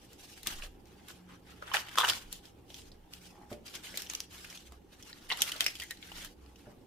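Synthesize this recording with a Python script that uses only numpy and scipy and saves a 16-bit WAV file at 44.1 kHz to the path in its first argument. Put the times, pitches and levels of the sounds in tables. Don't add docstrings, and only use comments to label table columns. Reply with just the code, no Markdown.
import sys
import numpy as np
from scipy import signal
from scipy.fft import rfft, irfft, next_fast_len
from scipy.io import wavfile
from scipy.ndimage import uniform_filter1d, map_coordinates

SR = 44100
rng = np.random.default_rng(int(sys.argv[2]) if len(sys.argv) > 2 else 0)


def master(y):
    cut = np.clip(np.atleast_2d(y).T, -1, 1)
    pcm = np.round(cut * 32767)
    wavfile.write(sys.argv[1], SR, pcm.astype(np.int16))


def boost_factor(decibels):
    exponent = np.asarray(decibels, float) / 20
    return 10 ** exponent


N = 302526


def unit(x):
    return x / np.sqrt(np.mean(x ** 2) + 1e-20)


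def along(points, hz):
    f, v = np.transpose(points)
    return np.interp(np.log(hz + 1), np.log(f + 1), v)


def curves(rows):
    s, *columns = np.transpose(rows)
    return [np.interp(np.arange(N) / SR, s, column) for column in columns]


def wobble(rate):
    knots = rng.standard_normal(int(N * 400 / SR) + 4)
    return map_coordinates(knots, [np.arange(N) * min(rate, 400) / SR])


def filtered(x, response):
    n = x.shape[-1]
    size = next_fast_len(n + min(4096, n // 4))
    return irfft(rfft(x, size) * response(np.fft.rfftfreq(size, 1 / SR)), size)[..., :n]


def pair(a, b, alike):
    def mix(hz):
        turn = np.arccos(np.clip(along(alike, hz), -1, 1)) / 2
        return np.array([np.cos(turn), np.sin(turn)])
    mid, side = filtered(np.array([a, b]), mix)
    return np.array([mid + side, mid - side])


def crackle(count, per_s, spread_db, hiss):
    chance, sign, size = rng.random((3, count))
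    ticks = (chance < per_s / SR) * np.sign(sign - .5) * boost_factor(-spread_db * np.log(size + 0.0023))
    return unit(unit(ticks) + hiss * rng.standard_normal(count))


def ring(t, hz, t60):
    return np.sin(2 * np.pi * hz * t) * boost_factor(-60 * np.abs(t) / t60) * (t >= 0)


def patches(x, patchy_db):
    z = signal.stft(x, nperseg=512)[2]
    field = uniform_filter1d(rng.standard_normal(z.shape[-2:]), size=2, axis=0)
    field = uniform_filter1d(field, size=5, axis=1)
    return signal.istft(z * boost_factor(patchy_db * unit(field)), nperseg=512)[1][..., :x.shape[-1]]


def swells(start, hold, db, rise, fade, rest_db):
    t = np.arange(0, N / SR + .002, .001)
    end = (start + np.abs(hold))[:, None]
    start = start[:, None]
    level_db = db[:, None] - rise * np.maximum(start - t, 0) - fade * np.maximum(t - end, 0)
    return boost_factor(np.vstack([level_db, np.full(len(t), rest_db)]))


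def summed(rows):
    total = np.sqrt(np.sum(rows ** 2, 0))
    return np.interp(np.arange(N) / SR * 1000, np.arange(rows.shape[1]), total)


# time of the break in seconds, relative level in dB,
# main ring in Hz, second ring in Hz, treble setting in dB relative to the snap.
SNAPS = [(.1316, -45.5, 7150, 2920, 3), (.336, -47, 5900, 2980, 2), (.4315, -35.5, 3900, 2300, 3.5),
         (.4712, -18.5, 3510, 5800, 3.5), (.6229, -30, 2730, 1700, -21), (.6369, -34.5, 3020, 595, -19),
         (.856, -51.5, 5500, 2500, -5), (.871, -55, 4500, 2500, 4), (1.0847, -37.5, 3700, 1400, 2),
         (1.1043, -38.5, 1380, 2980, -15), (1.6247, -31, 1390, 567, -36), (1.6777, -33.5, 1570, 3320, -18),
         (1.7161, -25.5, 1060, 3020, -30), (1.7425, -12, 1700, 2520, -15), (1.7477, -14.5, 1880, 870, -15),
         (1.7687, -18.5, 2880, 1500, -34), (1.872, -37.5, 3000, 1450, -22), (1.8855, -33, 3140, 2090, -9),
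         (1.914, -41.5, 3160, 1400, -4), (1.9563, -30, 1510, 1010, -5), (1.976, -13.5, 1200, 3400, -17),
         (1.9839, -12.5, 1200, 3420, -11), (1.9923, -15.5, 1190, 3520, -11), (2.002, -15, 1400, 3510, -9),
         (2.0108, -13.5, 1214, 3470, -30), (2.0193, -19, 3060, 1250, -24), (2.0337, -16.5, 1480, 974, -30),
         (2.0432, -15.5, 1440, 930, -17), (2.0479, -13.5, 1510, 2960, -20), (2.071, -22, 1523, 980, -5),
         (2.0879, -18, 3400, 5200, -7), (2.098, -12, 3270, 5050, -5.5), (2.1214, -23, 1430, 4800, -20),
         (2.1337, -26, 3500, 2100, -10), (2.3275, -30.5, 3920, 6700, 8.5), (2.4544, -40.5, 3360, 4880, -5),
         (2.7029, -37, 3240, 600, -24), (2.7437, -33, 3270, 5840, -7.5), (2.8178, -45, 3110, 5400, -17),
         (2.9176, -42, 4600, 590, -17), (3.1352, -37.5, 2970, 4700, 0), (3.5282, -33, 590, 2210, -9.5),
         (3.68, -39.5, 5000, 2300, -23), (3.7403, -37, 3120, 5300, -20), (3.7525, -28.5, 3400, 6500, -5),
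         (3.8692, -34, 2910, 2040, -22), (3.9425, -33.5, 2180, 594, -28), (3.9741, -21.5, 3900, 2440, 4),
         (4.0204, -29.5, 5440, 2000, 2), (4.065, -35.5, 3020, 5800, -10.5), (4.099, -25, 6300, 2400, -7),
         (4.1356, -32.5, 4030, 2500, 6), (4.1497, -25.5, 6000, 2860, -2), (4.2041, -30.5, 5570, 690, -1.5),
         (4.4458, -32, 2516, 1610, -8.5), (4.5008, -37, 5640, 3340, -6), (4.5745, -34.5, 3420, 5950, -10),
         (4.7219, -42.5, 1180, 1960, -1), (4.9278, -51, 4060, 596, -32), (5.0257, -36, 5900, 3280, -6),
         (5.1286, -37.5, 4300, 1880, -30), (5.3022, -19, 3060, 2120, -29), (5.3153, -16.5, 2860, 1970, -30),
         (5.3216, -17, 3800, 974, -29), (5.3731, -31, 2950, 1910, 2), (5.407, -25, 5900, 3900, -22),
         (5.4197, -10.5, 3240, 6100, 4.5), (5.478, -32, 2160, 3250, -9), (5.519, -22.5, 3030, 2060, -3),
         (5.5573, -38, 590, 890, -25), (5.5627, -31, 4340, 1980, -4), (5.607, -12.5, 3400, 2050, -7.5),
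         (5.616, -27.5, 3370, 1830, 1), (5.6434, -24, 4830, 3150, -4), (5.6638, -11, 2510, 5300, -9.5),
         (5.6809, -24.5, 2100, 5280, -8), (5.754, -29, 3150, 4740, -5), (5.7993, -24.5, 2960, 4630, -5.5),
         (5.8208, -29.5, 1880, 3240, -2.5), (5.8359, -37, 1900, 4230, 8), (5.9089, -27, 1940, 3880, 1),
         (5.9723, -43, 4090, 2000, -8), (6.0272, -34, 3400, 2210, -28), (6.1177, -33, 2850, 840, -14),
         (6.248, -34.5, 1580, 3570, 6), (6.462, -51, 4410, 2810, -7), (6.5584, -46, 2880, 5860, -8)]
# time in seconds, delay of the left ear in samples (negative is earlier).
LAG = [(0, 0), (4.8, 0), (5.2, -3), (6.86, -2)]


def snaps():
    out = np.zeros((2, N + SR))
    lead = .003
    t = np.arange(SR // 14) / SR - lead
    lags = curves(LAG)[0]
    for s, db, hz, second_hz, treble_db in list(SNAPS) + small_breaks(count=45):
        body = ring(t, hz, 7 / hz + 0.0021)
        body = body + 0.26 * ring(t, second_hz, 6 / second_hz + 0.0031)
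        body = body + 0.036 * ring(t, 575, 0.015)
        body = body * (1 - np.exp(-np.abs(t) * hz * 1.96))
        body = body + 0.15 * ring(t, 3930, 0.0042)

        treble = filtered(rng.standard_normal((2, len(t))), lambda f: f > 6500)
        crack = treble * boost_factor(-60 * np.abs(t) / 0.015) * (t > -.0005)

        def colour(f):
            first, second = [1 / (1 + ((f - c) / (0.1 * c)) ** 2) for c in (hz, second_hz)]
            return boost_factor(along(LEAF, f) + treble_db * 0.98) + first ** 0.77 + second ** 1.92

        shreds = [crackle(count=len(t), per_s=520, spread_db=6.5, hiss=1.0) for _ in range(2)]
        fade = np.where(t > 0, boost_factor(-60 * t / 0.047), boost_factor(60 * t / 0.0027))
        fray = unit(filtered(pair(*shreds, NEAR), colour)) * fade

        both = boost_factor(1.5) * body + boost_factor(treble_db - 7) * crack + boost_factor(-9) * fray
        at = round((s - lead) * SR)
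        for ear, shift in enumerate((round(lags[at]), 0)):
            out[ear, at + shift:][:len(t)] += boost_factor(db) * both[ear]
    return filtered(out[:, :N], lambda f: 1 / (1 + (330 / (f + 1)) ** 4))


def small_breaks(count):
    rustle = pull()[0]
    chance, spread = rng.random(count), rng.standard_normal((count, 4))
    share = np.cumsum(np.sqrt(rustle))
    at = np.clip(np.searchsorted(share, chance * share[-1]), 400, N - 1)
    db = 20 * np.log10(rustle[at]) + 12 + 3 * spread[:, 2]
    hz = 2720 * np.exp(.35 * spread[:, :2])
    treble_db = -12.5 + 6 * spread[:, 3]
    return list(zip(at / SR, db, hz[:, 0], 0.56 * hz[:, 1], treble_db))


# frequency in Hz, relative level in dB per Hz.
LEAF = [(880, -11), (1500, -14), (2490, -4), (2740, -2.5), (3000, 0.5), (3620, -3.5), (5600, -3),
        (7240, -6.5), (14800, -12), (16000, -20)]
# frequency in Hz, left-right likeness (1 is the same in both).
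NEAR = [(400, 0.79), (1400, 0.17), (3100, 0.31), (7000, 0.018)]


def husk():
    rustle_gain, creak_gain, centre_hz = pull()
    clumps = wobble(45)

    def grains(per_s):
        two = [crackle(count=N, per_s=per_s, spread_db=1, hiss=0.99) for _ in range(2)]
        return patches(pair(*two, NEAR), patchy_db=3.5)

    rustle = unit(filtered(grains(per_s=1500), lambda hz: boost_factor(along(LEAF, hz))))
    creak = unit(creaking(grains(per_s=400), centre_hz))
    rustle = rustle_gain * boost_factor(4.0 + 2.03 * clumps + 1.14 * wobble(120)) * rustle
    return rustle + creak_gain * boost_factor(2.1 * clumps + 0.64 * wobble(59)) * creak


# multiple of its resonance, relative level in dB per Hz.
STALK = [(.15, -59), (.3, -14), (.6, -7), (.85, -1.5), (1.05, -2), (1.4, -7), (2.1, -6.5), (2.8, -16),
         (5, -76)]


def creaking(x, centre_hz):
    hz, t, z = signal.stft(x, SR, nperseg=512)
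    multiple, db = np.transpose(STALK)
    centre = centre_hz[np.minimum((t * SR).astype(int), N - 1)]
    gain = boost_factor(np.interp(np.log(hz[:, None] / centre + 1e-3), np.log(multiple), db))
    gain /= np.sqrt(np.mean(gain ** 2, axis=0))
    return signal.istft(z * gain, SR, nperseg=512)[1][:, :N]


# start in seconds, hold in seconds, leaf rustle setting in dB,
# stalk creak setting in dB, creak resonance in Hz.
TUGS = [(0, 0.16, -67, -71, 1590), (0.194, .22, -60.5, -68, 2100), (0.437, .025, -57, -75, 1800),
        (0.464, .04, -48, -49, 1630), (0.527, .12, -56, -55, 1580), (0.861, .2, -73, -70.5, 1550),
        (1.085, 0.029, -55.5, -57, 1350), (1.293, 0.07, -70, -59.5, 1490), (1.47, 0.049, -66, -59, 1700),
        (1.564, .05, -71, -64.5, 1697), (1.623, .04, -65, -54.5, 1406), (1.671, .055, -60.5, -50.5, 1350),
        (1.738, 0.025, -42, -36.5, 1480), (1.782, 0.023, -57, -54, 1600), (1.834, .13, -62, -53, 1600),
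        (1.973, .04, -42, -40, 1340), (2.041, 0.023, -47, -41, 1410), (2.082, .02, -41.5, -38, 1490),
        (2.113, .025, -47, -44.5, 1450), (2.147, .05, -55.5, -67, 1550), (2.212, 0.089, -64.5, -65, 1500),
        (2.318, .025, -53.5, -73, 1870), (2.443, .03, -64.5, -66, 1800), (2.697, .025, -62, -68, 1800),
        (2.737, .075, -59, -71, 2400), (2.842, .04, -69, -73, 1600), (3.132, 0.027, -59.5, -64.5, 1710),
        (3.22, .055, -60.5, -67, 1720), (3.327, 0.12, -73.5, -66.5, 830), (3.506, 0.032, -62.5, -59.5, 940),
        (3.667, 0.028, -55, -55, 1910), (3.739, .035, -53, -53.5, 1610), (3.838, .08, -53, -56, 1800),
        (3.957, .07, -51, -55, 1900), (4.094, .11, -56.5, -62, 1500), (4.313, .29, -58, -61, 1700),
        (4.616, .06, -66.5, -68.5, 1790), (4.713, .025, -72, -67, 1120), (4.933, 0.039, -68.5, -70, 1730),
        (5, .07, -65, -64, 1580), (5.08, 0.025, -59.5, -59, 1760), (5.145, .14, -65.5, -63, 1550),
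        (5.294, .025, -48.5, -44.5, 1940), (5.328, .07, -54, -52, 1600), (5.407, .09, -47, -47, 1800),
        (5.536, .07, -54, -51.5, 1510), (5.604, 0.023, -45.5, -43, 1990), (5.66, .04, -54.5, -57, 2090),
        (5.724, .05, -59, -76, 1950), (5.789, .05, -54.5, -62, 1950), (5.902, .035, -58.5, -74, 1950),
        (6.022, 0.12, -60, -58.5, 1920), (6.159, .11, -55, -55, 1940), (6.42, .12, -77.5, -75, 1106),
        (6.572, 0.074, -71, -73, 1500), (6.663, .04, -74, -62.5, 780)]


def pull():
    start, hold, rustle_db, creak_db, hz = np.transpose(TUGS)
    grip = 900 * boost_factor(0.55 * (np.maximum(rustle_db, creak_db) + 55))[:, None]
    rustle = swells(start, hold, rustle_db, grip, fade=258, rest_db=-79.5)
    creak = swells(start, hold, creak_db, grip, fade=336.5, rest_db=-73.5)
    rest_hz = 1600
    weighted = summed(creak * np.sqrt(np.append(hz, rest_hz))[:, None])
    centre_hz = weighted ** 2 / summed(creak) ** 2
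    return summed(rustle), summed(creak), centre_hz


# start in seconds, hold in seconds, level in dB, resonance in Hz.
SQUEAKS = [(5.818, 0.024, -47.5, 2000), (5.908, 0.013, -46.5, 1900), (5.315, 0.013, -41.5, 980)]


def squeaks():
    out = np.zeros(N)
    for s, hold, db, centre_hz in SQUEAKS:
        rub = filtered(rng.standard_normal(N), lambda hz: 1 / (1 + ((hz - centre_hz) / 170) ** 2))
        event = np.array([[s], [hold], [db]])
        out += unit(rub) * summed(swells(*event, rise=3000, fade=900, rest_db=-150))
    return out


# time in seconds, relative level in dB.
KNOCKS = [(0.47, -37), (2.089, -36), (3.5155, -26), (3.748, -45), (3.939, -41.5), (4.72, -44), (6.67, -39)]
# frequency in Hz, typical level in dB, seconds to fall by 60 dB.
TABLE = [(123, -3, 0.079), (227.6, -4, 0.093), (270, 1.5, 0.036), (348, -5.5, 0.1), (430, -4, 0.055),
         (590, -4.5, 0.061), (702, -7, 0.045)]


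def knocks():
    out, t = np.zeros(N + SR), np.arange(SR // 4) / SR
    for s, db in KNOCKS:
        modes = sum(boost_factor(level + rng.normal(0, 3.3)) * ring(t, hz, t60) for hz, level, t60 in TABLE)
        out[round(s * SR):][:len(t)] += boost_factor(db - 7.5) * modes * (1 - np.exp(-t / 0.0015))
    return out[:N]


# time in seconds, typical level in dB, typical slips per second.
DRAG = [(3.3, -64, 47.5), (3.39, -48.5, 52), (3.44, -51, 78), (3.49, -76, 58)]


def drag():
    drag_db, rate = curves(DRAG)
    t = np.arange(N) / SR
    count = np.floor(np.cumsum(rate * (1 + 0.43 * wobble(30))) / SR)
    slips = np.diff(count, prepend=0) * (t > DRAG[0][0]) * (t < DRAG[-1][0])
    short = t[:SR // 20]
    note = ring(short, 822, 0.053) + 0.3 * ring(short, 930, 0.034) + ring(short, 325, 0.027)
    return signal.fftconvolve(slips * boost_factor(drag_db + 1.7 * wobble(70)), note)[:N]


# time of the peak in seconds, typical level in dB.
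SWAY = [(.55, -40.5), (1.36, -71), (2.27, -52), (2.88, -52), (3.55, -68), (4.25, -73), (4.79, -61.5),
        (5.28, -61), (6.17, -53), (6.78, -72)]


def table_sway():
    rumble = unit(filtered(rng.standard_normal(N), lambda hz: hz ** 2 / (1 + (hz / 30) ** 6)))
    peak_s, db = np.transpose(SWAY)
    return summed(swells(peak_s, 0 * peak_s, db, rise=213, fade=93, rest_db=-71)) * rumble


# frequency in Hz, seconds to fall by 60 dB.
KITCHEN = [(200, 0.48), (2000, 0.32), (12000, 0.18)]
# frequency in Hz, left-right likeness.
ALIKE = [(60, 0.97), (180, 0.85), (550, 0.44), (1650, 0.091), (4970, 0.02), (15000, 0.099)]


def room(x):
    out, step = np.zeros((2, N + SR)), SR // 3
    for at in range(0, N, step):
        hz, t, z = signal.stft(pair(*rng.standard_normal((2, SR // 2)), ALIKE), SR, nperseg=256)
        tail = signal.istft(z * boost_factor(-60 * t / along(KITCHEN, hz)[:, None]), SR, nperseg=256)[1]
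        wet = signal.fftconvolve(x[None, at:at + step], tail / np.linalg.norm(tail[0]), axes=1)
        out[:, at + 150:][:, :wet.shape[1]] += wet
    return out[:, :N]


# frequency in Hz, relative level in dB per Hz.
HUM = [(24, -23.5), (40, -12), (80, -3), (115, -8), (160, -9.5), (312, -5), (500, -12.5), (663, -21),
       (810, -12), (930, -20.5), (1550, -37.5), (2200, -34), (6000, -42), (16000, -38)]
# frequency in Hz, typical peak level in dB.
FRIDGE = [(64, -66.5), (120, -73.5), (179, -68)]


def kitchen_air():
    noise = patches(pair(*rng.standard_normal((2, N)), ALIKE), patchy_db=2.0)
    air = boost_factor(-59.5 + wobble(3.41)) * unit(filtered(noise, lambda hz: boost_factor(along(HUM, hz))))
    t = np.arange(N) / SR
    for hz, db in FRIDGE:
        air = air + boost_factor(db + 5.2 * wobble(7)) * np.sin(2 * np.pi * hz * t + 0.45 * wobble(7.1))
    return air


def scene():
    wood, breaks = knocks() + drag(), snaps()
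    near = breaks + squeaks() + husk() + wood * boost_factor([[-.7], [.7]])
    sent = boost_factor(-10) * breaks.mean(0) + boost_factor(-6) * wood
    background = (table_sway() + kitchen_air()) * boost_factor([[-.8], [.8]])
    return near + room(sent) + background


def top_cut(x):
    return signal.sosfilt(signal.butter(12, 16600, fs=SR, output="sos"), x)


def record(dry):
    heard = filtered(dry, lambda hz: 1 / (1 + (hz / 15300) ** 40))
    return top_cut(heard)


dry = scene()
out = record(dry)
master(out)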